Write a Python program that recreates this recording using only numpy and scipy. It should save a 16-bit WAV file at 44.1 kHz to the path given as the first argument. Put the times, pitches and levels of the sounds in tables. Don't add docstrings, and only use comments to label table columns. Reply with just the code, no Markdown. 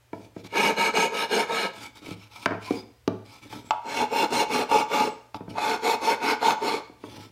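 import sys
import numpy as np
from scipy import signal
from scipy.fft import rfft, irfft
from scipy.io import wavfile
from scipy.ndimage import uniform_filter1d

SR = 44100
rng = np.random.default_rng(int(sys.argv[2]) if len(sys.argv) > 2 else 0)


def store_wav(level_fs):
    pcm = np.round(np.clip(np.atleast_2d(level_fs), -1, 1) * 32767)
    wavfile.write(sys.argv[1], SR, pcm.T.astype(np.int16))


N = 322371
TIME = np.arange(N) / SR
USUAL_DB = -29.5


def undb(db):
    return 10 ** (np.asarray(db) / 20)


def unit(x, head=None):
    return x / np.sqrt(np.mean(x[:head] ** 2) + 1e-20)


def band(x, lo_hz, hi_hz):
    sos = signal.butter(3, [lo_hz, min(hi_hz, .45 * SR)], "band", fs=SR, output="sos")
    return signal.sosfilt(sos, x)


def colour(x, slope, modes=(), size=8192):
    f = np.maximum(np.fft.rfftfreq(size, 1 / SR), 1)
    slope_hz, slope_db = np.transpose(slope)
    broad = undb(np.interp(np.log(f), np.log(slope_hz), slope_db))
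    lift = 1 + sum((undb(db) ** 2 - 1) / (1 + (2 * (f - hz) / width) ** 2) ** 1.63
                   for hz, width, db in modes)
    cepstrum = irfft(np.log(broad) + np.log(np.maximum(lift, .1)) / 2)[:size // 2]
    cepstrum[1:] *= 2
    return signal.fftconvolve(x, irfft(np.exp(rfft(cepstrum, size))))[:len(x)]


def walk(rate_hz):
    knots = np.arange(0, N, SR / rate_hz)
    return unit(np.interp(np.arange(N), knots, rng.standard_normal(len(knots))))


def snaps(rate_hz, spread_db):
    chance = np.clip(rate_hz / SR, 1e-4, 1)
    impulses = (rng.random(N) < chance) * rng.choice([-1, 1], N)
    return unit(impulses * undb(spread_db * rng.standard_normal(N)) / np.sqrt(chance))


def glide(start_s, end_s, squareness):
    off_centre = np.abs(2 * (TIME - start_s) / (end_s - start_s) - 1)
    return np.exp(-np.minimum(off_centre, 3) ** squareness)


def moving_contact(x, depth_db):
    f, _, frames = signal.stft(x, SR, nperseg=512)
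    swell = uniform_filter1d(rng.standard_normal(frames.shape), size=4, axis=0)
    swell = unit(uniform_filter1d(swell, size=24, axis=1))
    gain = undb(depth_db * swell * np.interp(f, [0, 8000], [.65, 1])[:, None])
    gain /= np.sqrt(np.mean(gain ** 2, axis=1, keepdims=True))
    return signal.istft(frames * gain, SR, nperseg=512)[1][:len(x)]


def add(out, at_s, sound):
    start = int(at_s * SR)
    out[start:start + len(sound)] += sound[:N - start]


def background(air_db=-64):
    # f/Hz, level/dB
    air_slope = [(20,-36),(45,-28),(60,0.5),(80,4),(130,-29),(280,-14),(500,-10.5),(1000,-15.5),(2500,-17.5),(6000,-24),(15500,-30)]
    # f/Hz, level/dB
    partials = [(59.5,-73),(119,-65.5)]
    air = unit(colour(rng.standard_normal(N), air_slope))
    hum = sum(undb(db) * np.sqrt(2) * np.sin(2 * np.pi * hz * TIME) for hz, db in partials)
    return undb(air_db) * air + hum


def ring(modes, detune, contact_hz=8000, mode_ratio=1):
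    t = TIME[:SR // 2]
    out = 0
    for k, (hz, db, t60_s) in enumerate(modes):
        phase = 2 * np.pi * hz * (1 + detune * rng.standard_normal()) * t
        out += mode_ratio ** k * undb(db - 60 * t / t60_s) * np.sin(phase) / (1 + (hz / contact_hz) ** 2)
    return unit(band(out, 0.88 * modes[0][0], 2 * modes[-1][0]), head=1024)


def tick(decay_s):
    # f/Hz, level/dB
    slope = [(500,5.5),(1500,-12),(2700,4.5),(4500,2.5),(7000,-9),(11000,-23),(16000,-18)]
    t = TIME[:SR // 2]
    burst = rng.standard_normal(len(t)) * np.exp(-t / decay_s)
    return unit(colour(burst, slope), head=1024)


def knocks(thud_hz=320, clack_hz=1200, crack_hz=3600, crispness=1.3):
    # t/s, level/dB, contact hardness/Hz, weight on bench/dB
    blows = [(.131,-35,910,-10),(.364,-37.5,450,-6.5),(.447,-47.5,600,-5),(2.112,-40,200,1.5),(2.459,-28,2590,-9),(2.7076,-21,200,-21),(3.077,-21,476,-10),(3.531,-45,600,-6),(5.407,-38.5,400,-4.5),(5.479,-43,600,2.5),(6.897,-47,395,-13),(7.038,-38.5,650,-19),(7.179,-47,390,-2)]
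    # f/Hz, level/dB, t60/s
    frame_modes = [(105.6,0,0.43),(147,6,0.088),(178.7,3,0.15),(221,-28,.06)]
    bench_modes = [(257,-2,0.11),(297.5,13,0.057),(367,8.5,0.077),(388,6,0.047),(442,3.5,0.13),(557,-28.5,0.055)]
    board_modes = [(611,-0.5,0.032),(678,-2,0.061),(884,-3,0.04),(1054,-3,0.042),(1286,-6.5,0.049),(1504,-1.5,.035),(1573,-2,0.019),(1866,3,0.01),(1886,-5,0.017),(2280,-2,0.031)]
    clap_modes = [(1350,0.2,0.022),(1580,-1.2,0.013)]
    out = np.zeros(N)
    for at_s, level_db, contact_hz, weight_db in blows + rebounds():
        clack_gain, crack_gain = ((contact_hz ** 2 + thud_hz ** 2) / (contact_hz ** 2 + hz ** 2)
                                  for hz in (clack_hz, crack_hz))
        crack = undb(3) * tick(0.0021) + undb(22) * crack_gain * ring(clap_modes, 0.02)
        crack *= undb(crispness * (level_db - USUAL_DB)) * crack_gain
        boom = undb(weight_db - 1) * ring(frame_modes, 0.0047, contact_hz)
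        thud = ring(bench_modes, 0.035, contact_hz)
        clack = undb(5.5) * clack_gain * ring(board_modes, 0.055, contact_hz, mode_ratio=-1.03)
        add(out, at_s, undb(level_db) * (boom + thud + clack + crack))
    return out


def sliding(scuff_db=-0.5, judder_db=-1, patchy_db=2, catch_db=-9):
    # start/s, end/s, level/dB, weight on bench/dB
    slides = [(0.135,0.28,-57.5,8),(0.355,0.423,-55,6),(0.44,0.477,-48.5,6),(1.743,1.886,-44.5,-3),(1.95,2,-52,5),(2.025,2.143,-44.5,3.5),(2.157,2.28,-56.5,-3),(2.32,2.47,-46,-7.5),(2.63,2.817,-46,-5),(3.255,3.401,-51.5,-3),(3.42,3.482,-50,6),(3.502,3.62,-44.5,1.5),(3.642,3.75,-55,7.5),(5.343,5.372,-44.5,7.5),(5.49,5.548,-53.5,18),(7.017,7.275,-49.5,3)]
    # f/Hz, level/dB
    scuff_slope = [(300,-14),(600,-6.5),(1000,2),(1800,-6.5),(3000,1),(5000,-1),(7000,-8.5),(11000,-13.5),(16000,-22)]
    judder_slope = [(50,-19.5),(82,-11.5),(106,6),(132,-9),(200,-4),(300,4.5),(400,-7),(600,-10.5),(1200,-30),(4000,-49)]
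    # f/Hz, width/Hz, lift/dB
    scuff_modes = [(863,48,14),(966,140,6),(1318,29,13),(2290,250,12.5),(3530,210,5),(5350,430,2)]
    friction = rng.standard_normal(N) + undb(catch_db) * snaps(rate_hz=160, spread_db=3.5)
    friction *= undb(patchy_db * (walk(110) + walk(30)))
    scuff = moving_contact(colour(friction, scuff_slope, scuff_modes), depth_db=3.5)
    scuff *= undb(scuff_db) / np.std(band(scuff, 2000, 12000))
    judder = undb(judder_db) * unit(colour(snaps(rate_hz=600, spread_db=7.1), judder_slope))
    return sum(undb(level_db) * glide(start_s, end_s, squareness=4.3) * (scuff + undb(weight_db) * judder)
               for start_s, end_s, level_db, weight_db in slides)


def stroke_envelopes(strokes, give, turn_db=-25):
    rasp_power, shudder_power = 0, 0
    for start_s, end_s, effort_db, rise_db in strokes:
        along = np.clip((TIME - start_s) / (end_s - start_s) - .5, -3, 3)
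        off_centre = np.abs(2 * along)
        touch = undb(turn_db) * np.exp(-(off_centre / 1.7) ** 4)
        lean = undb(rise_db * np.clip(along, -.5, .5))
        rasp_power += (undb(effort_db) * lean * (np.exp(-off_centre ** 3.6) + touch)) ** 2
        grip = np.exp(-.5 * off_centre ** 7) + 0.57 * touch
        shudder_db = USUAL_DB + give * (effort_db - USUAL_DB)
        shudder_power += (undb(shudder_db) * lean ** 0.97 * grip) ** 2
    return np.sqrt(rasp_power), np.sqrt(shudder_power)


def filing(strokes, slope, modes, rasp_db, body_db, give, tooth_hz, split_hz=1800, usual_speed=0.51):
    rasp, shudder = stroke_envelopes(strokes, give)
    speed = np.clip(rasp / rasp.max(), 1e-3, 1) ** .5
    rows = np.cumsum(tooth_hz * speed * (1 + .08 * walk(60))) / SR
    teeth = np.diff(np.floor(rows), prepend=0) * undb(2.8 * rng.standard_normal(N)) / np.sqrt(speed)
    force = snaps(12000 * speed, spread_db=3) + undb(-9) * unit(band(teeth, 296, 13300))
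    force *= undb(0.81 * walk(170))
    sound = moving_contact(colour(force, slope, modes), depth_db=3)
    body = signal.sosfiltfilt(signal.butter(4, split_hz, fs=SR, output="sos"), sound)
    edge = sound - body
    fizz = signal.sosfiltfilt(signal.butter(1, 6000, "high", fs=SR, output="sos"), edge)
    edge = (edge + fizz * ((speed / usual_speed) ** 0.44 - 1)) / np.std(edge)
    chatter_db = 1.4 * walk(55)
    return undb(rasp_db) * rasp * edge + undb(body_db + chatter_db) * shudder * unit(body)


def taps(tick_db=-17):
    # t/s, level/dB
    bumps = [(.973,-28),(3.527,-41.5),(3.708,-20),(4.015,-36),(4.715,-27.5),(5.345,-35),(5.583,-29),(6.507,-22.5)]
    # f/Hz, level/dB, t60/s
    modes = [(755,4,0.024),(870,10,0.07),(950,-7.5,0.39),(920,-10,0.021),(1140,6.5,0.026),(1310,-3.5,0.098),(1450,-48,0.039),(2130,-1.5,0.018),(2570,-2.5,0.026),(3460,-4,0.028)]
    out = np.zeros(N)
    for at_s, level_db in bumps:
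        add(out, at_s, undb(level_db) * (ring(modes, detune=0.0018) + undb(tick_db) * tick(0.0042)))
    return out


def singing(q=20):
    # start/s, end/s, level/dB, f/Hz
    grazes = [(1.85,1.88,-41,2284),(2.667,2.702,-40.5,1014),(2.76,2.81,-46,4900),(3.636,3.73,-62,7640),(3.854,3.973,-58,7700),(5.055,5.147,-58,7900)]
    out = np.zeros(N)
    for start_s, end_s, level_db, hz in grazes:
        peak = signal.iirpeak(hz, q, SR)
        tone = signal.lfilter(*peak, signal.lfilter(*peak, rng.standard_normal(N)))
        out += undb(level_db) * glide(start_s, end_s, squareness=3) * unit(tone)
    return out


def rebounds(start_s=2.508, first_gap_s=0.01105, gap_ratio=0.85, first_db=-35, loss_db=1.6):
    contact_hz, weight_db = 1200, -9.5
    times_s = start_s + first_gap_s * (1 - gap_ratio ** np.arange(8)) / (1 - gap_ratio)
    return [(at_s, first_db - loss_db * k, contact_hz, weight_db) for k, at_s in enumerate(times_s)]


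def workshop(x, wet_db, treble_db, build_s=0.0026):
    # f/Hz, t60/s
    decay = [(100,0.47),(300,0.34),(1000,0.55),(2500,0.46),(6000,0.57),(14000,0.13)]
    hz, t60_s = np.transpose(decay)
    t = TIME[:int(.7 * SR)]
    tail = 0
    for centre_hz in 90 * 2. ** np.arange(8):
        band_t60_s = np.interp(np.log(centre_hz), np.log(hz), t60_s)
        noise = band(rng.standard_normal(len(t)), centre_hz / np.sqrt(2), centre_hz * np.sqrt(2))
        tail += noise * undb(treble_db * min(centre_hz / 5000, 1) - 60 * t / band_t60_s)
    tail *= (1 - np.exp(-(t / build_s) ** 2)) / np.sqrt(0.024 * SR)
    return x + undb(wet_db) * signal.fftconvolve(x, tail)[:N]


def scene():
    # start/s, end/s, effort/dB, rise over stroke/dB
    low_strokes = [(.548,.715,-25.5,2),(.778,.902,-27,-3.5),(.948,1.077,-26,-2),(1.126,1.252,-29.5,6),(1.31,1.439,-27,-3),(1.497,1.672,-29.6,1)]
    upper_strokes = [(3.862,4.036,-34.5,12.5),(4.12,4.254,-30,5.5),(4.314,4.436,-28.5,3),(4.507,4.636,-30,0),(4.698,4.824,-29.5,5),(4.92,5.09,-31.5,-7)]
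    top_strokes = [(5.572,5.755,-33,6),(5.835,5.955,-30,0),(6.018,6.143,-30,5),(6.218,6.336,-30,7.5),(6.423,6.536,-29.5,1),(6.632,6.797,-33.5,-7)]
    # f/Hz, level/dB
    low_slope = [(70,-35),(120,-30),(185,-3),(300,-3),(420,-4),(650,-2.5),(1100,-9),(1900,-17.5),(3200,-16.5),(5500,-23.5),(8000,-28.5),(11000,-29.5),(14000,-34),(16000,-52)]
    upper_slope = [(70,-32),(130,-15.5),(200,-7.5),(270,-1),(450,-5),(700,-5),(1100,-12.5),(1900,-21.5),(3200,-21),(5500,-22),(8000,-30.5),(11000,-37.5),(14000,-35.5),(16000,-51)]
    top_slope = [(70,-33),(140,-17.5),(200,-12),(270,-0.5),(450,-4),(700,-5.5),(1300,-8.5),(1900,-22.5),(3200,-23),(5500,-28.5),(8000,-34),(11000,-40.5),(14000,-40.5),(16000,-55)]
    # f/Hz, width/Hz, lift/dB
    low_modes = [(188,10,4),(267,19,-1),(396,66,7),(462,51,10),(890,24,-2),(918,69,14.5),(1289,31,15.5),(1661,150,14.5),(2262,122,21.5),(2480,85,13.5),(2874,104,15),(3750,300,8.5),(4200,220,12),(4760,81,10),(5320,140,11.5),(6330,79,13),(6500,59,9),(6780,79,13),(8390,190,11),(8940,60,9)]
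    upper_modes = [(262,26,4.1),(380,19,2.3),(445,63,10),(562,29,5.3),(860.4,22,17.5),(917,47,17.1),(1192,116,9.6),(1430,340,9.5),(2232,135,15.8),(2565,160,12.3),(2782,61,15),(3510,63,12.2),(4170,150,9.4),(5340,150,7.6),(6500,120,2),(7440,90,3.6),(8600,110,3),(9170,200,8.6)]
    top_modes = [(250,8.7,2.4),(375,22,2.3),(448,43,9.3),(580,25,1.9),(720,50,5.2),(858,23,8.5),(900,68,17.3),(1172,80,4.7),(1483,120,8.9),(2210,196,13.8),(2544,49,13),(2870,24,1.9),(3520,130,8.2),(4270,630,7),(5360,74,12),(6330,150,5.2),(6900,160,5.8),(9340,200,5),(11300,250,7.3)]
    runs = filing(low_strokes, low_slope, low_modes, rasp_db=-1, body_db=-0.7, give=1.64, tooth_hz=898)
    runs += filing(upper_strokes, upper_slope, upper_modes,
                   rasp_db=-0.5, body_db=5.5, give=1, tooth_hz=1005.5)
    runs += filing(top_strokes, top_slope, top_modes, rasp_db=-1, body_db=6, give=0.88, tooth_hz=1009)
    rubbing = workshop(runs + sliding() + singing(), wet_db=-8, treble_db=-7)
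    blows = workshop(knocks() + taps(), wet_db=-5.5, treble_db=-11.5)
    return (rubbing + blows + background())[None]


def record(dry, ceiling=0.37, cutoff_hz=15800):
    limited = dry / (1 + (dry / ceiling) ** 8) ** (1 / 8)
    return signal.sosfilt(signal.ellip(10, .2, 70, cutoff_hz, fs=SR, output="sos"), limited)


dry = scene()
out = record(dry)
store_wav(out)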